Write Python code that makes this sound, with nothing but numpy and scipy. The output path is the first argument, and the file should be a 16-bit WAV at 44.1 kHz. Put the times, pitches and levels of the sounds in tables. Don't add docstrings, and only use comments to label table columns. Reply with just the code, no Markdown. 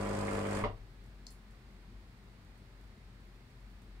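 import sys
import numpy as np
from scipy import signal
from scipy.fft import rfft, irfft, next_fast_len
from scipy.io import wavfile
from scipy.ndimage import map_coordinates

SR = 44100
rng = np.random.default_rng(int(sys.argv[2]) if len(sys.argv) > 2 else 0)


def to_wav(sig):
    pcm = np.clip(np.atleast_2d(sig), -1, 1) * 32767
    pcm = np.round(pcm).astype(np.int16)
    wavfile.write(sys.argv[1], SR, pcm.T)


N = 176400
MAINS_HZ, PUMP_STOP_S = 50, 0.629


def amp(db):
    return 10 ** (np.asarray(db) / 20)


def unit(x):
    return x / np.sqrt(np.mean(x ** 2) + 1e-20)


def along(points, hz):
    freqs, values = np.transpose(points)
    return np.interp(np.log(hz + 1), np.log(freqs + 1), values)


def since(start_s):
    return np.maximum(np.arange(N) / SR - start_s, 0)


def fade(start_s, fade_s):
    return np.exp(-np.log(1000) * since(start_s) / fade_s)


def onset(start_s, rise_s):
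    return 1 - np.exp(-since(start_s) / rise_s)


def wobble(per_s):
    return map_coordinates(rng.standard_normal(int(N * per_s / SR) + 4), [np.arange(N) * per_s / SR])


def filtered(x, response):
    size = next_fast_len(N + SR // 2)
    return irfft(rfft(x, size) * response(np.fft.rfftfreq(size, 1 / SR)), size)[..., :N]


# freq_hz, likeness
EAR_LIKENESS = [(120, 1), (400, 0.87), (900, 0.56), (1500, 0.083), (2800, 0.086), (12000, 0.063)]
def spread(pair):
    turn = lambda hz: np.arccos(np.clip(along(EAR_LIKENESS, hz), -1, 1)) / 2
    mid, side = filtered(pair, lambda hz: np.array([np.cos(turn(hz)), np.sin(turn(hz))]))
    return np.array([mid + side, mid - side])


def colour(x, tone):
    return unit(filtered(x, lambda hz: amp(along(tone, hz))))


def noise(tone):
    return colour(spread(rng.standard_normal((2, N))), tone)


def panned(x, pan):
    return filtered(x, lambda hz: amp(np.outer([1, -1], along(pan, hz)) / 2))


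def lagged(x, lag_s=0.00013):
    return filtered(x, lambda hz: np.exp(-1j * np.pi * lag_s * np.outer([1, -1], hz)))


def ring(start_s, notes, blur_rad=0):
    return sum(amp(db) * fade(start_s, fade_s)
               * np.sin(2 * np.pi * hz * since(start_s) + blur_rad * wobble(70))
               for hz, db, fade_s in notes)


def puff(start_s, tone, fade_s):
    return noise(tone) * (since(start_s) > 0) * fade(start_s, fade_s)


# freq_hz, fade_s
ECHO_FADES = [(100, 0.62), (500, 0.22), (3000, 0.2), (8000, 0.19), (15000, 0.23)]
def room(x, echo_db):
    hz, t, bands = signal.stft(rng.standard_normal((2, SR // 2)), SR, nperseg=256)
    decay = np.exp(-np.log(1000) * t / along(ECHO_FADES, hz)[:, None])
    tail = signal.istft(bands * decay, SR, nperseg=256)[1]
    tail = spread(np.pad(tail, ((0, 0), (180, 0))))[:, :SR // 2]
    echo = signal.fftconvolve(x, tail / np.linalg.norm(tail[0]), axes=1)[:, :N]
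    return x + amp(echo_db) * echo


# time_s, level_db
ROOM_HUM_LEVELS = [(.8,-55.5),(1.15,-53.5),(1.75,-59),(1.98,-50.5),(2.11,-67),(2.29,-57.5),(2.7,-59),(2.84,-51.5),(2.95,-65),(3.05,-55),(3.5,-59.5),(3.65,-51.5),(3.83,-56),(3.95,-50)]
# freq_hz, relative_db
ROOM_TONE = [(22, -15.5), (44, 1), (66, -1), (125, 1), (160, -9.5), (195, -1), (300, -13), (380, -11.5),
             (500, -18), (2100, -20.5), (3000, -26.5), (4400, -26), (6200, -35.5), (8500, -36.5),
             (11000, -41), (15500, -42)]
# freq_hz, left_minus_right_db
ROOM_PAN = [(100, 3), (600, 2.5), (2000, -4), (4000, 0.5)]
def background(hum_hz=47.05):
    t = since(0)
    level_db = np.interp(t, *np.transpose(ROOM_HUM_LEVELS))
    hum = np.sqrt(2) * np.sin(2 * np.pi * hum_hz * t + 0.55 * wobble(8.6))
    return panned(amp(level_db) * hum + amp(-57.5) * noise(ROOM_TONE), ROOM_PAN)


# freq_hz, relative_db
WET_TONE = [(3000, -23), (7000, -1), (10500, -3.5), (15500, -12)]
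def foam(bubbles=24):
    pops = np.zeros(N)
    for when, size in rng.random(size=(bubbles, 2)):
        pops[int(when * N)] = amp(-56 - 5 * np.log(1 - 0.9 * size))
    wet_pops = filtered(np.array([pops, pops]), lambda hz: amp(along(WET_TONE, hz)))
    return room(wet_pops, echo_db=-2)


# start_s, level_db
WET_TICKS = [(1.061, -67), (1.305, -54), (1.5093, -66), (2.577, -68), (2.839, -71), (3.345, -75), (3.502, -68),
             (3.605, -71), (3.701, -71), (3.8186, -66)]
def wet_ticks():
    ticks = sum(amp(db) * puff(start_s, WET_TONE, fade_s=0.018) for start_s, db in WET_TICKS)
    return room(ticks, echo_db=1)


def air_squeak(start_s=1.3045, length_s=0.024, from_hz=6400, climb_hz_per_s=240000):
    age = np.minimum(since(start_s), length_s)
    pitch_hz = (from_hz + climb_hz_per_s * age) * (1 + 0.064 * wobble(1500))
    swell = np.sqrt(np.abs(np.sin(np.pi * age / length_s)))
    squeak = amp(-65.5) * swell * np.sin(2 * np.pi * np.cumsum(pitch_hz) / SR)
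    return room(np.array([squeak, squeak]), echo_db=0)


# pitch_hz, relative_db, fade_s
CLICK_NOTES = [(4200, -26, .12), (4310, 1, 0.022), (4850, -18, 0.017), (6200, -16, 0.018),
               (7300, -11, 0.016)]
# freq_hz, relative_db
SNAP_TONE = [(1500, -40), (3700, -13), (4400, 17), (8500, 0), (15500, -24)]
def click(start_s=1.2675):
    hit = ring(start_s, CLICK_NOTES) + amp(2) * puff(start_s, SNAP_TONE, fade_s=0.016)
    return room(amp(-44.5) * hit * amp([[1.5], [-1.5]]), echo_db=-4)


# pitch_hz, level_db, fade_s
FEET_NOTES = [(35.1, -39, 0.75), (103.4, -43, 0.82)]
def rocking_feet():
    return ring(PUMP_STOP_S, FEET_NOTES)


# start_s, gain_db
VALVE_BLOWS = [(0.6385, -27), (.646, -31)]
# pitch_hz, relative_db, fade_s
CASE_NOTES = [(447, -14, .24), (657, -13, .2), (781, -18, .23), (960, -4.5, .03), (1110, 1.5, .028),
              (1360, -14, .03), (2090, -4, .02)]
# freq_hz, relative_db
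THUD_TONE = [(150, -6), (450, 3), (1000, 4), (1700, -13), (3000, -13), (5000, -24.5), (10000, -54)]
def valve():
    blows = np.zeros((2, N))
    for start_s, db in VALVE_BLOWS:
        ringing = ring(start_s, CASE_NOTES, blur_rad=0.8)
        thud = amp(-6) * puff(start_s, THUD_TONE, fade_s=0.15)
        blows += amp(db) * onset(start_s, rise_s=0.0005) * (ringing + thud)
    return room(blows, echo_db=-4.5)


# start_s, pitch_hz, gain_db
WATER_SPUTTERS = [(.225, 940, -43), (.277, 1970, -38.5), (0.313, 1220, -38.5), (0.514, 1950, -42.5)]
def sputters(sharpness=2.8):
    bursts = np.zeros((2, N))
    for start_s, pitch_hz, db in WATER_SPUTTERS:
        peak = lambda ratio: ratio / (sharpness * (1 - ratio ** 2) + 1j * ratio)
        hollow = unit(filtered(rng.standard_normal(N), lambda hz: peak(hz / pitch_hz) ** 2))
        bursts += amp(db) * hollow * onset(start_s, rise_s=0.0027) * fade(start_s, fade_s=0.083)
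    return room(bursts, echo_db=-7)


# freq_hz, relative_db
HISS_TONE = [(1500, -25), (3300, -5), (4800, 2), (6100, -4.5), (7000, 0), (7600, -0.5), (8400, 2.5),
             (9500, -5), (12500, -16.5), (15500, -28)]
def pump_hiss(first_s=0.0084, rise_s=0.0015, decay_s=0.005, stop_s=0.62, release_s=0.089):
    t = since(0)
    steady = noise(HISS_TONE)
    age = (t - first_s) % (1 / MAINS_HZ)
    spurts = unit((1 - np.exp(-age / rise_s)) * np.exp(-age / decay_s))
    strength = amp(-4 + 2 * wobble(MAINS_HZ))
    grit = amp(2.2 * wobble(600) + wobble(11.4))
    hiss = unit(steady * (1 + strength * spurts) * grit)
    flowing = np.clip((stop_s - t) / release_s + 0.5, 0, 1)
    return room(flowing * amp(-54.5) * hiss, echo_db=-6.5)


# left_db, right_db
HUM_LEVELS = [(-54, -56), (-43, -45), (-56, -58), (-42, -42), (-57, -55), (-46, -51), (-52, -57),
              (-52, -57), (-47, -57), (-45, -47), (-51, -46), (-57, -58), (-50, -59), (-57, -60),
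              (-61, -56)]
def pump_hum(first_s=0.00503, back_delay_s=0.0109, back_strength=0.82, node_hz=500):
    hum = np.zeros((2, N))
    t = since(0) - first_s
    for multiple, ears_db in enumerate(HUM_LEVELS, start=1):
        hz = multiple * MAINS_HZ
        shift = np.angle(1 + back_strength * np.exp(-2j * np.pi * hz * back_delay_s))
        phase = 2 * np.pi * hz * t + shift + rng.normal(0, 0.6) + 0.04 * wobble(16)
        ears = amp(ears_db) * [1, -1 if hz == node_hz else 1]
        hum -= ears[:, None] * np.sqrt(2) * np.cos(phase) * fade(PUMP_STOP_S, fade_s=1 / multiple)
    return hum


# freq_hz, relative_db
BUZZ_TONE = [(600, -40), (780, -5), (1150, 5), (1400, -8), (4000, -41)]
# freq_hz, relative_db
RATTLE_TONE = [(27, -25), (39, 14), (75, 1), (170, -4.5), (360, 0), (425, 7.5), (540, 0), (1000, 2.5),
               (1500, -3.5), (2300, -7.5), (3300, -15.5), (6000, -42)]
def pump_buzz_and_rattle(knock_s=0.0032, knock_db=2, rough_db=2.5, release_s=0.0072):
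    t = since(0)
    knocks = amp(knock_db * np.cos(2 * np.pi * 2 * MAINS_HZ * (t - knock_s)))
    stroke_samples = SR // MAINS_HZ
    one_stroke = rng.standard_normal((2, stroke_samples))
    strokes = one_stroke[:, np.arange(N) % stroke_samples]
    buzz = colour(spread(strokes * knocks), BUZZ_TONE)
    rattle = unit(noise(RATTLE_TONE) * knocks * amp(rough_db * wobble(300)))
    running = np.clip((PUMP_STOP_S - t) / release_s + 0.5, 0, 1)
    return room(running * (amp(-53.5) * buzz + amp(-42) * rattle), echo_db=-3.5)


# freq_hz, left_minus_right_db
MACHINE_PAN = [(100, 5.5), (430, 4), (600, 0), (1100, -3.5), (2000, -7), (3200, 1), (5500, 2), (9500, 4.5),
               (12000, -1)]
def scene():
    machine = pump_buzz_and_rattle() + pump_hiss() + sputters() + valve() + rocking_feet()
    machine_in_room = lagged(pump_hum() + panned(machine, MACHINE_PAN) + background())
    return machine_in_room + click() + air_squeak() + wet_ticks() + foam()


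def record(dry, top_hz=15750):
    return filtered(dry, lambda hz: hz < top_hz)


dry = scene()
out = record(dry)
to_wav(out)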